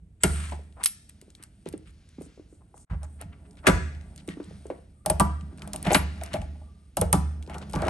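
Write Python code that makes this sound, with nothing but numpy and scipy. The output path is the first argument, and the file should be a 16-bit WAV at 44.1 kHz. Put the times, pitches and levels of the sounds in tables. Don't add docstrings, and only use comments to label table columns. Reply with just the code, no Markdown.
import sys
import numpy as np
from scipy import signal
from scipy.fft import rfft, irfft, next_fast_len
from scipy.io import wavfile
from scipy.ndimage import uniform_filter1d

SR = 44100
rng = np.random.default_rng(int(sys.argv[2]) if len(sys.argv) > 2 else 0)


def generate_wav(sig):
    pcm = np.round(np.clip(np.atleast_2d(sig).T, -1, 1) * 32767).astype(np.int16)
    wavfile.write(sys.argv[1], SR, pcm)


def gain_from_db(level_db):
    decades = np.asarray(level_db, float) / 20
    return 10 ** decades


N = 347949


def unit(x):
    return x / np.sqrt(np.mean(x ** 2) + 1e-24)


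def at_hz(points, hz):
    known_hz, values = np.array(points)[:, 0], np.array(points)[:, 1]
    return np.interp(np.log(hz), np.log(known_hz), values)


def band(x, low_hz, high_hz):
    limits = [low_hz, min(high_hz, .45 * SR)]
    return signal.sosfilt(signal.butter(2, limits, "band", fs=SR, output="sos"), x)


def ring(x, hz, t60):
    r = gain_from_db(-60 / (max(t60, .002) * SR))
    w = 2 * np.pi * hz / SR
    return signal.lfilter([0, np.sin(w)], [1, -2 * r * np.cos(w), r * r], x + 1e-18)


def add(track, s, sound):
    i = round(s * SR)
    track[..., i:i + sound.shape[-1]] += sound[..., :N - i]


def grains(per_s, spread_db):
    sizes = gain_from_db(spread_db * np.minimum(rng.exponential(1, N), 4)) * rng.standard_normal(N)
    return unit(sizes * (rng.random(N) < per_s / SR))


def drift(per_s):
    knots = rng.standard_normal(int(N / SR * per_s) + 2)
    return np.interp(np.arange(N) / SR * per_s, np.arange(len(knots)), knots)


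# f/Hz, level/dB per Hz
AIR_COLOUR = [(18, -48), (30, -2.5), (70, 1.5), (368, -21), (450, -24), (978, -43.5), (2240, -40.5),
              (5250, -47.5), (9000, -47), (12000, -45)]


def air():
    size = next_fast_len(N)
    hz = np.maximum(np.fft.rfftfreq(size, 1 / SR), 10)
    mid, side = rfft(rng.standard_normal((2, size))) * gain_from_db(at_hz(AIR_COLOUR, hz))
    side = side * np.clip(hz / 1800, .08, 1)
    return gain_from_db(-57.5) * unit(irfft([mid + side, mid - side], size)[:, :N])


# f/Hz, t60/s
HALL_T60 = [(250, 0.46), (1000, 0.28), (1800, 0.54), (3000, 0.59), (10000, 0.48)]
# f/Hz, level/dB
HALL_COLOUR = [(200, -1.5), (400, 0), (1000, 4), (1800, 1.5), (3000, -4), (5500, 1.5), (8500, -3.5),
               (12000, -4)]


def hall(x):
    t, tail = np.arange(SR) / SR, 0
    edges = 50 * 2 ** np.arange(0, 8.1, .5)
    white = rng.standard_normal((2, 2, SR))
    for k, (low, high) in enumerate(zip(edges, edges[1:])):
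        hz = np.sqrt(low * high)
        fade = gain_from_db(at_hz(HALL_COLOUR, hz) - 60 * t / at_hz(HALL_T60, hz))
        fade = fade * np.clip(t / 0.0041, 0, 1)
        tail = tail + band(white[k % 2], low, high) * fade
    tail = signal.sosfilt(signal.butter(12, 10800, fs=SR, output="sos"), tail)
    return signal.fftconvolve(x[None], tail / np.sqrt(np.sum(tail ** 2)), axes=1)[:, :N]


# t/s, weight on the body level/dB,
# sliding links level/dB, bright sheen level/dB
HANDLING = [(0.0, -65.5, -109, -109), (0.224, -61, -83, -76.5), (.27, -31.5, -31.5, -34),
            (0.681, -51, -64, -68.5), (2.24, -59, -64.5, -69.5), (3.599, -43.5, -69.5, -65.5),
            (3.931, -38, -69, -70), (4.45, -49, -52.5, -60), (4.75, -46.5, -61.5, -62),
            (5.05, -61.5, -67.5, -76.5), (5.23, -42, -69, -73), (5.56, -39.5, -62.5, -64.5),
            (5.96, -32, -43, -58), (6.45, -39, -59, -61.5), (6.969, -62.5, -67.5, -77.5),
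            (7.139, -38, -67, -81.5), (7.51, -37, -64, -72), (7.89, -32.5, -45, -51)]


def handling():
    s, *levels = np.transpose(HANDLING)
    t = np.arange(N) / SR
    return [gain_from_db(np.interp(t, s, db)) for db in levels]


def soften_top(x):
    return signal.sosfilt(signal.cheby2(8, 40, 11400, fs=SR, output="sos"), x)


def rustle(slide, sheen):
    rough = grains(13000, spread_db=0.5)
    bright = sheen * gain_from_db(4 * drift(8.6)) * band(rough, 7600, 10700)
    dull = slide * gain_from_db(3.2 * drift(4.2) - 2.5) * band(rough, 1300, 5900)
    return soften_top(bright + dull)


# t/s, length/s, level/dB, f/Hz
RUBS = [(0.202, 0.36, -42.5, 1870), (0.76, 0.08, -55, 740), (0.802, 0.024, -47, 1290),
        (1.09, 0.02, -64, 2590), (1.371, 0.098, -60, 1415), (1.655, 0.04, -52, 2200),
        (1.72, .03, -55, 2200), (1.85, 0.06, -58, 2300), (2.19, 0.16, -67, 1800),
        (2.865, 0.097, -47.5, 990), (3.009, 0.054, -52.5, 824), (3.202, 0.039, -49.5, 1494),
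        (3.188, .03, -56, 1203), (3.655, 0.075, -23, 927), (3.629, 0.049, -47, 900), (3.45, .02, -62, 1700),
        (3.57, .04, -58, 1900), (4.177, 0.04, -53.5, 2660), (4.275, 0.073, -48, 1990),
        (4.434, 0.16, -63, 1180), (5.84, 0.2, -29.5, 1500), (6.165, 0.035, -50, 1212),
        (6.217, 0.088, -47, 1520), (6.307, 0.075, -40, 1530), (7.49, 0.075, -47, 1270),
        (7.612, 0.028, -47, 2240), (7.725, 0.4, -36.5, 980)]
RUB_OCTAVES = 1.7
# t/s, length/s, level/dB
SLIDES = [
    (0.208, 0.36, -45.5),
    (0.795, 0.038, -60),
    (1.855, 0.061, -63),
    (2.2, 0.078, -57.5),
    (2.477, 0.1155, -69),
    (2.739, 0.12, -58.5),
    (3.028, 0.027, -54),
]
SLIDE_HZ, SLIDE_OCTAVES = 8100, 1
# t/s, length/s, level/dB, f/Hz
SQUEAKS = [
    (.205, 0.054, -52, 7800),
    (0.209, .028, -59.5, 6900),
    (0.25, .03, -51.5, 1600),
    (3.407, .15, -64.5, 410),
    (4.288, .065, -51, 1880),
    (4.94, .11, -74, 1220),
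    (5.37, .04, -60, 1200),
    (6.59, 0.15, -71, 1170),
    (6.7, 0.2, -75, 1210),
]
SQUEAK_OCTAVES = 0.08


def scuff_rows():
    return ([(*row, RUB_OCTAVES) for row in RUBS]
            + [(*row, SLIDE_HZ, SLIDE_OCTAVES) for row in SLIDES]
            + [(*row, SQUEAK_OCTAVES) for row in SQUEAKS])


def scuffs():
    out = np.zeros((2, N))
    friction = np.array([grains(2500, spread_db=1.5), grains(2500, spread_db=1.5)])
    friction = friction + 0.1 * friction[::-1]
    for s, length, db, hz, octaves in scuff_rows():
        i, size = round(s * SR), round(length * SR)
        piece = band(friction[:, i:i + size], hz * 2 ** (-octaves / 2), hz * 2 ** (octaves / 2))
        swell = np.sin(np.pi * np.arange(size) / size)[:piece.shape[1]] ** .7
        add(out, s, gain_from_db(db) * unit(piece) * swell)
    return out


# t/s, length/s, level/dB, start f/Hz, end f/Hz
GROANS = [(.765, .03, -51, 650, 900), (0.792, 0.046, -46, 856, 1463), (0.81, .03, -52, 1800, 2610),
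          (5.048, .016, -52.5, 890, 943), (3.638, 0.028, -41, 900, 920), (5.496, 0.049, -62, 926, 1516),
          (5.596, 0.077, -51, 895, 1297), (5.681, .05, -57, 796, 970), (5.755, 0.063, -56.5, 700, 1318),
          (7.471, 0.055, -50.5, 700, 1310), (7.535, .06, -46, 900, 750), (7.602, 0.046, -48.5, 1109, 797),
          (7.739, .15, -42.5, 900, 1283), (2.605, 0.025, -63, 700, 1086), (3.325, 0.011, -53, 2760, 2380),
          (3.322, 0.021, -55, 1495, 1500), (3.328, 0.02, -60, 2295, 2020),
          (3.025, 0.019, -59.5, 1390, 1380), (2.9, 0.039, -60, 1920, 1602), (2.922, 0.04, -49, 700, 641),
          (6.204, 0.039, -48.5, 1690, 1506)]


def groans():
    out = np.zeros(N)
    slips = band(grains(1500, spread_db=0.5), 24, 490)
    for s, length, db, from_hz, to_hz in GROANS:
        i, along = round(s * SR), np.linspace(0, 1, round(length * SR))
        glide = np.cos(2 * np.pi * np.cumsum(from_hz + (to_hz - from_hz) * along) / SR)
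        piece = slips[i:i + len(along)]
        swell = np.sin(np.pi * along[:len(piece)]) ** .7
        add(out, s, gain_from_db(db) * unit(piece * glide[:len(piece)]) * swell)
    return out


# t/s, peak level/dB, favoured f/Hz
PUSHES = [(0.019, -40.5, 61.2), (0.236, -12.5, 172), (0.262, -16.5, 72.5), (0.518, -30.5, 71.9),
          (1.662, -31.5, 228), (1.743, -42.5, 235), (1.86, -39, 59.2), (2.184, -36.5, 215),
          (2.911, -19.5, 69.3), (3.242, -32.5, 102), (3.672, -7, 228), (3.683, -4.5, 180), (3.72, -9, 76.4),
          (4.281, -32.5, 211), (4.467, -35, 147.5), (4.515, -35.5, 140), (4.545, -36, 130),
          (5.06, -24, 178.4), (5.1, -15.5, 75.4), (5.199, -6, 195.7), (5.224, -18, 73.2),
          (5.416, -32, 169.3), (5.864, -12.5, 196), (5.908, -20, 83.2), (5.948, -10, 175), (5.99, -18, 74),
          (6.337, -29.5, 178.2), (6.387, -22.5, 75.4), (6.982, -19, 170), (7.012, -13.5, 71.4),
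          (7.128, -5, 172), (7.753, -18.5, 160.2), (7.836, -21.5, 75.4)]
# f/Hz, level/dB, t60/s
BODY = [(55, -2, 0.32), (69.2, -15.5, 1), (75.4, -2.5, 0.59), (82.3, -8, 0.45), (91.7, -5, 0.2),
        (129, -17, 0.61), (147.5, -4, 0.21), (172, -2.5, 0.22), (198.6, -2.5, 0.14), (228, -10, 0.1)]


def pushes(sway):
    out = np.zeros(N)
    shaking = sway * rng.standard_normal(N)
    luck = rng.standard_normal((len(PUSHES), len(BODY)))
    for k, (hz, level_db, t60) in enumerate(BODY):
        force = shaking / np.sqrt(t60 * SR)
        for (s, db, spot_hz), own in zip(PUSHES, luck[:, k]):
            off_pitch = abs(np.log2(hz / spot_hz))
            force[round(s * SR)] += gain_from_db(db - 5.5 - 5.9 * off_pitch + 2.9 * own) * (-1) ** k
        out += gain_from_db(level_db) * ring(force, hz, t60)
    return band(band(out, 40, 900), 46, 600)


# t/s, peak level/dB, favoured f/Hz
BUMPS = [(1.224, -44, 303), (1.28, -47.5, 283), (1.399, -49, 257), (1.662, -25.5, 304), (1.738, -26, 293),
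         (2.184, -34, 226), (2.211, -33, 324), (2.263, -42.5, 240), (2.376, -41, 312), (2.396, -36.5, 295),
         (2.526, -43, 290), (2.742, -39, 533), (2.772, -50, 800)]
# t/s, peak level/dB, favoured f/Hz
FLEXES = [(0.592, -43, 387), (4.282, -27.5, 288), (4.371, -33.5, 252), (4.4, -30, 294.7), (4.51, -41, 373),
          (4.655, -34, 321), (4.7016, -22.5, 401), (5.527, -42.5, 252.2), (5.631, -42, 256.4),
          (7.477, -39, 330), (7.619, -40, 403), (7.761, -24, 253)]


def pops():
    out, t = np.zeros(N), np.arange(2048) / SR
    fall, fall_s, cycles = 1.1, .002, .8
    for s, db, hz in BUMPS + FLEXES:
        turns = hz * (t + fall * fall_s * (1 - np.exp(-t / fall_s)))
        swell = t * hz / cycles
        add(out, s, gain_from_db(db - 1.5) * swell * np.exp(1 - swell) * np.sin(2 * np.pi * turns))
    return out


# t/s, peak level/dB, favoured f/Hz, hardness level/dB
RAPS = [(.521, -29.5, 780, -10), (.857, -42.5, 1440, -14.5), (3.21, -40.5, 600, -7),
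        (5.062, -20.5, 765, -11), (5.1, -17, 660, -8), (5.199, -21.5, 1083, 4), (5.203, -6, 970, -16.5),
        (5.674, -37, 587, -12), (5.74, -35, 802, -4), (5.853, -34, 680, -3), (5.865, -28.5, 720, 3),
        (5.906, -17.5, 577, 0), (5.947, -9.5, 700, -10), (6.214, -42.5, 750, 6), (6.339, -25.5, 669, -5),
        (6.971, -23, 717, -4), (7.018, -14.5, 596, -13), (7.499, -34, 700, -8.5), (7.547, -40, 820, 5.5),
        (7.738, -26, 690, -6.5), (7.821, -27.5, 525, 0), (7.86, -24.5, 441.7, -5),
        (7.881, -22, 598.7, -9.5)]
# t/s, peak level/dB, favoured f/Hz, thud t60/s, hardness level/dB
SLAMS = [
    (0.2359, -19, 354.5, 0.056, -3),
    (0.236, -16, 1600, 0.13, -0.5),
    (3.669, 0, 1840, 0.086, -6),
    (3.673, -7, 331, 0.079, -10.5),
    (3.685, -3.5, 620, 0.072, -21.5),
    (7.13, -8, 1035, 0.062, -6),
    (7.138, -15.5, 355, 0.11, -13.5),
    (5.208, -10.5, 337, 0.078, -19),
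    (5.949, -11, 293, 0.062, -12),
]


def knock_rows():
    noise_db = -8
    return ([(s, db + noise_db, hz, 0.075, -15) for s, db, hz in BUMPS]
            + [(s, db + noise_db, hz, 0.085, -10) for s, db, hz in FLEXES]
            + [(s, db, hz, .06, hard_db) for s, db, hz, hard_db in RAPS] + SLAMS)


def thuds():
    out, t = np.zeros((2, N)), np.arange(6144) / SR
    noise = rng.standard_normal((len(knock_rows()), 3, len(t)))
    for (s, db, hz, t60, hard_db), (mid, side, edge) in zip(knock_rows(), noise):
        fade = gain_from_db(-60 * t / max(t60, .005))
        mid = mid + 7.1 * (t == 0)
        lump = band((mid + 1.1 * side * [[1], [-1]]) * fade, hz / 1.43, hz * 1.25)
        lump = lump + gain_from_db(hard_db - 6.0) * band(edge * fade, hz, hz * 4.7)
        add(out, s, gain_from_db(db + 3.0) * lump / np.abs(lump).max())
    return out


# f/Hz, level/dB, t60/s
PANEL = [(291, 1, 0.17), (355, -1, 0.18), (414, -4, 0.14), (500, 4.5, 0.012), (650, 1.5, 0.1),
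         (700, -1.5, 0.064), (764.8, -9, 0.19), (854.6, -3.5, 0.18), (930, -10, 0.088), (1150, -8, 0.068),
         (1345, -10, 0.12), (1423, -6.5, 0.089), (1740, -16, 0.072), (1538, -12.5, 0.059)]


def sheet(rub):
    out, t, hits = np.zeros((2, N)), np.arange(1024) / SR, knock_rows()
    rough = rng.standard_normal((len(PANEL), len(hits), len(t))) * np.exp(-t / 0.021)
    rough = rough / np.sqrt(np.sum(rough ** 2, axis=2, keepdims=True))
    friction = rub * rng.standard_normal(N)
    for (hz, level_db, t60), bursts in zip(PANEL, rough):
        force = friction / np.sqrt(t60 * SR)
        for (s, db, spot_hz, _, hard_db), burst in zip(hits, bursts):
            off_pitch = abs(np.log2(hz / spot_hz))
            add(force, s, burst * gain_from_db(db + hard_db + 5.5 - 9.3 * off_pitch))
        patch = gain_from_db(1.3 * rng.standard_normal((2, 1)))
        out += gain_from_db(level_db) * ring(force, hz, 0.46 * t60) * patch
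    return out


# t/s, peak level/dB, ring f/Hz, t60/s
SNAPS = [(.2352, -8.5, 8060, 0.028), (.2375, -15, 2060, 0.066), (.838, -15.5, 8750, 0.012),
         (.8455, -20, 8700, 0.017), (.8592, -5, 9200, 0.013), (.86, -14, 5100, 0.039),
         (.862, -20, 2796, 0.03), (3.668, -6.5, 2000, 0.081), (3.671, -20, 8200, 0.0087),
         (3.675, -11, 2340, 0.072), (3.6858, -16, 4370, .015), (5.0608, -18, 9100, 0.019),
         (5.0995, -16, 9590, 0.03), (5.1984, -7, 8950, 0.0079), (5.2076, -16, 9100, 0.0075),
         (5.9319, -19, 7300, 0.056), (5.9462, -7, 3375, 0.034), (5.9465, -22.5, 11100, 0.15),
         (.863, -28, 10970, 0.15), (5.922, -31.5, 11200, 0.07), (5.948, -4.5, 1720, 0.079),
         (6.97, -16, 9600, 0.0031), (7.0135, -16.5, 9350, 0.016), (7.1285, -4.5, 9500, 0.0079)]
# t/s, peak level/dB
PINS = [(0.2253, -48.5), (1.0957, -39), (1.2145, -42), (1.4269, -40.5), (1.437, -37), (1.6882, -38.5),
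        (1.727, -45), (1.778, -46), (2.0897, -51), (2.22, -47), (2.778, -49), (3.032, -40), (3.2136, -37.5),
        (4.1609, -44.5), (4.2769, -41), (5.2502, -39), (5.576, -47), (5.676, -40), (5.761, -29),
        (5.8278, -33.5), (6.2359, -29.5), (7.697, -42)]
PIN_HZ, PIN_T60_S = 9100, 0.0054
# t/s, peak level/dB
CLACKS = [(3.2218, -46), (3.571, -52), (3.9492, -45.5), (5.583, -48.5), (5.62, -34), (5.8693, -25.5),
          (5.905, -34), (5.9166, -22.5), (6.2123, -33.5), (6.417, -40), (7.4972, -39), (7.5435, -39),
          (7.789, -42), (7.804, -56), (7.869, -35), (7.8824, -23.5)]
CLACK_HZ, CLACK_T60_S = 2200, 0.02
# t/s, peak level/dB, ring f/Hz
LINKS = [(0.725, -54, 3600), (0.736, -65, 8000), (4.11, -61, 5900), (5.594, -48, 3900), (7.475, -49, 3000),
         (7.711, -45, 7500), (7.724, -46, 8000), (7.624, -52, 3800), (0.8332, -31, 2840),
         (1.303, -49.5, 6130), (1.351, -43, 4000), (1.6577, -47, 3040), (1.6738, -44.5, 4200),
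         (3.51, -51, 6350), (3.531, -59, 6720), (3.555, -60.5, 2807), (3.583, -58.5, 3500),
         (3.5903, -54, 3920), (4.0118, -46, 2730), (4.178, -42, 4820), (4.289, -32, 2850),
         (4.43, -55.5, 4000), (4.44, -47.5, 3290), (4.445, -51.5, 8600), (7.433, -51.5, 3260),
         (1.092, -48, 8000), (1.105, -55, 2200), (4.6677, -50, 7030), (5.4105, -44, 2770),
         (5.7333, -28, 6400), (5.8504, -32, 3040), (6.2614, -37, 4550), (6.333, -30, 3640),
         (6.3384, -26, 3670), (7.4258, -41.5, 3100), (7.464, -48, 3270), (7.5353, -47.5, 3000),
         (7.583, -38.5, 6360), (7.617, -45, 3400), (7.7337, -33.5, 4800), (7.759, -32.5, 3280),
         (7.8198, -34, 4560), (7.753, -35, 4500), (7.852, -38, 3200), (7.70, -46, 2500)]
LINK_T60_S = 0.0088


def tick_rows():
    return (SNAPS + [(*row, PIN_HZ, PIN_T60_S) for row in PINS]
            + [(*row, CLACK_HZ, CLACK_T60_S) for row in CLACKS]
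            + [(*row, LINK_T60_S) for row in LINKS])


def ticks():
    out, t = np.zeros((2, N)), np.arange(4096) / SR
    noise = rng.standard_normal((len(tick_rows()), 3, len(t)))
    rattles = band(noise[:, 1, ::-1], 2200, 11800) * gain_from_db(-60 * t / 0.17)
    glints = gain_from_db(11) * band(noise[:, 0] * gain_from_db(-60 * t / .007), 12500, 16500)
    for (s, db, hz, t60), (a, b, side), rattle, glint in zip(tick_rows(), noise, rattles, glints):
        crack = band((a + 2.5 * (t == 0)) * gain_from_db(-60 * t / 0.014), 1800, hz + 3500)
        fade = gain_from_db(-60 * t / max(t60, .003))
        link = band((b + .5 * side * [[1], [-1]]) * fade, hz - 900, hz + 900)
        tick = gain_from_db(-3) * crack + gain_from_db(3) * link + gain_from_db(-24) * rattle
        peak = np.abs(tick).max()
        if 8400 < hz < 10000:
            tick = tick + glint
        add(out, s, gain_from_db(db + 7.0) * tick / peak)
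    return out


# t/s, level/dB
BITES = [(3.03, -40.5), (5.0615, -17.5), (5.068, -26.5), (5.1005, -13), (5.11, -27), (5.868, -29.5),
         (5.906, -16.5), (5.916, -17), (5.926, -11.5), (6.176, -49), (6.338, -26), (6.358, -26),
         (6.422, -36.5), (6.555, -49.5), (6.615, -47.5), (6.971, -18), (6.98, -18), (7.0145, -22),
         (7.022, -16), (7.79, -31.5), (7.804, -28), (7.835, -28.5), (7.87, -25)]
# f/Hz, level/dB, t60/s
JAW_MODES = [(625, 1, .05), (840, 1, .04), (740, -3, .03), (960, -5, .025), (1420, -22, .04),
             (2300, -16, .025)]
# t/s, level/dB
STOPS = [
    (3.687, -12),
    (5.199, -8.5),
    (5.207, -27),
    (5.958, -18),
    (7.129, -20),
    (7.138, -25),
    (7.736, -31),
    (7.761, -28),
    (7.876, -24),
    (7.885, -18.5),
]
# f/Hz, level/dB, t60/s
STOP_MODES = [(985, -9, .2), (921, -19, .25), (880, 0, .035), (600, -7, .045), (781, -8, .045),
              (1168, -7, .09), (1418, -8, .06), (2295, -10, .02), (2735, -12, .02)]


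def tool():
    out, contact_s = np.zeros(N), 0.013
    for hits, modes in ((BITES, JAW_MODES), (STOPS, STOP_MODES)):
        luck = rng.standard_normal((len(hits), len(modes)))
        for k, (hz, level_db, t60) in enumerate(modes):
            force = np.zeros(N)
            for (s, db), own in zip(hits, luck[:, k]):
                force[round(s * SR)] = gain_from_db(db + level_db + 1.4 * own) * (-1) ** k
            out += ring(force, hz, t60) - ring(force, hz, contact_s)
    return out


def scene():
    sway, slide, sheen = handling()
    links = rustle(slide, sheen) + ticks()
    rub = sway * gain_from_db(-13.5)
    panel = thuds() + sheet(rub) + soften_top(scuffs())
    body = pushes(sway)
    panel = panel + tool() + groans() + pops()
    sent = gain_from_db(-17.0) * links.mean(axis=0) + gain_from_db(-7.5) * panel.mean(axis=0) + gain_from_db(-3.5) * body
    return links + panel + body + hall(sent) + air()


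# f/Hz, level/dB
MICROPHONE = [(20, -17.5), (50, 2), (6500, -4.5), (9800, 7), (11000, 12.5), (11900, -8), (13000, -24),
              (15800, -32), (16800, -66.5)]
# f/Hz, phase/rad
PORT_PHASE = [(0, 0), (1030, .6), (1380, .4), (1750, 1.7), (2150, .4), (3100, 1.1), (5000, 1.2), (6630, .5),
              (7750, 1), (8620, 0), (9600, -2.3), (10200, -3.14), (10900, -4), (11600, -6), (12300, -6.4),
              (13000, -7), (15600, -13)]
# f/Hz, level/dB
PORT_BALANCE = [(150, -1.5), (300, -1.5), (700, 3), (2000, 1.5), (5000, 3), (7500, 4), (8500, 0)]
# f/Hz, share/0-1
PORT_WIDTH = [(60, .08), (300, 0.5), (1500, 1), (5000, .5), (7600, 0.5), (8400, .03)]


def ports(x):
    size = next_fast_len(N + 4096)
    hz = np.maximum(np.fft.rfftfreq(size, 1 / SR), 10)
    left, right = rfft(x, size) * gain_from_db(at_hz(MICROPHONE, hz))
    mid, side = (left + right) / 2, (left - right) / 2 * at_hz(PORT_WIDTH, hz)
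    tilt = gain_from_db(at_hz(PORT_BALANCE, hz) / 2)
    turn = np.exp(-1j * np.interp(hz, *np.transpose(PORT_PHASE)))
    return irfft([(mid + side) * tilt, (mid - side) / tilt * turn], size)[:, :N]


def drop_faint(x, edge_hz, threshold_db, size):
    top = signal.sosfiltfilt(signal.cheby1(10, .05, edge_hz, "high", fs=SR, output="sos"), x)
    top_db = 10 * np.log10(uniform_filter1d(top ** 2, size=size) + 1e-14)
    return x - top * np.clip((threshold_db - top_db) / 4, 0, 1)


def low_pass(x):
    return signal.sosfilt(signal.butter(12, 17000, fs=SR, output="sos"), x)


def record(dry):
    t = np.arange(N) / SR
    level_db = 10 * np.log10(uniform_filter1d(np.max(dry ** 2, axis=0), size=128) + 1e-12)
    held_db = np.maximum.accumulate(level_db + 45 * t) - 45 * t
    duck_db = uniform_filter1d(-.3 * np.maximum(held_db + 21.5, 0), size=128)
    pause_s, resume_s = 2.851, 2.897
    running = np.clip(np.maximum(pause_s - t, t - resume_s) / 0.0041, .03, 1)
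    x = ports(np.tanh(dry * gain_from_db(duck_db + 1.5))) * running
    mid = drop_faint(x.mean(axis=0), 12400, threshold_db=-66, size=192)
    mid = drop_faint(mid, 9950, threshold_db=-65, size=768)
    notch = signal.cheby2(4, 30, [10000, 10500], "bandstop", fs=SR, output="sos")
    mid = signal.sosfiltfilt(notch, mid)
    side = drop_faint((x[0] - x[1]) / 2, 11050, threshold_db=-60, size=768)
    return low_pass(np.array([mid + side, mid - side]))


dry = scene()
out = record(dry)
generate_wav(out)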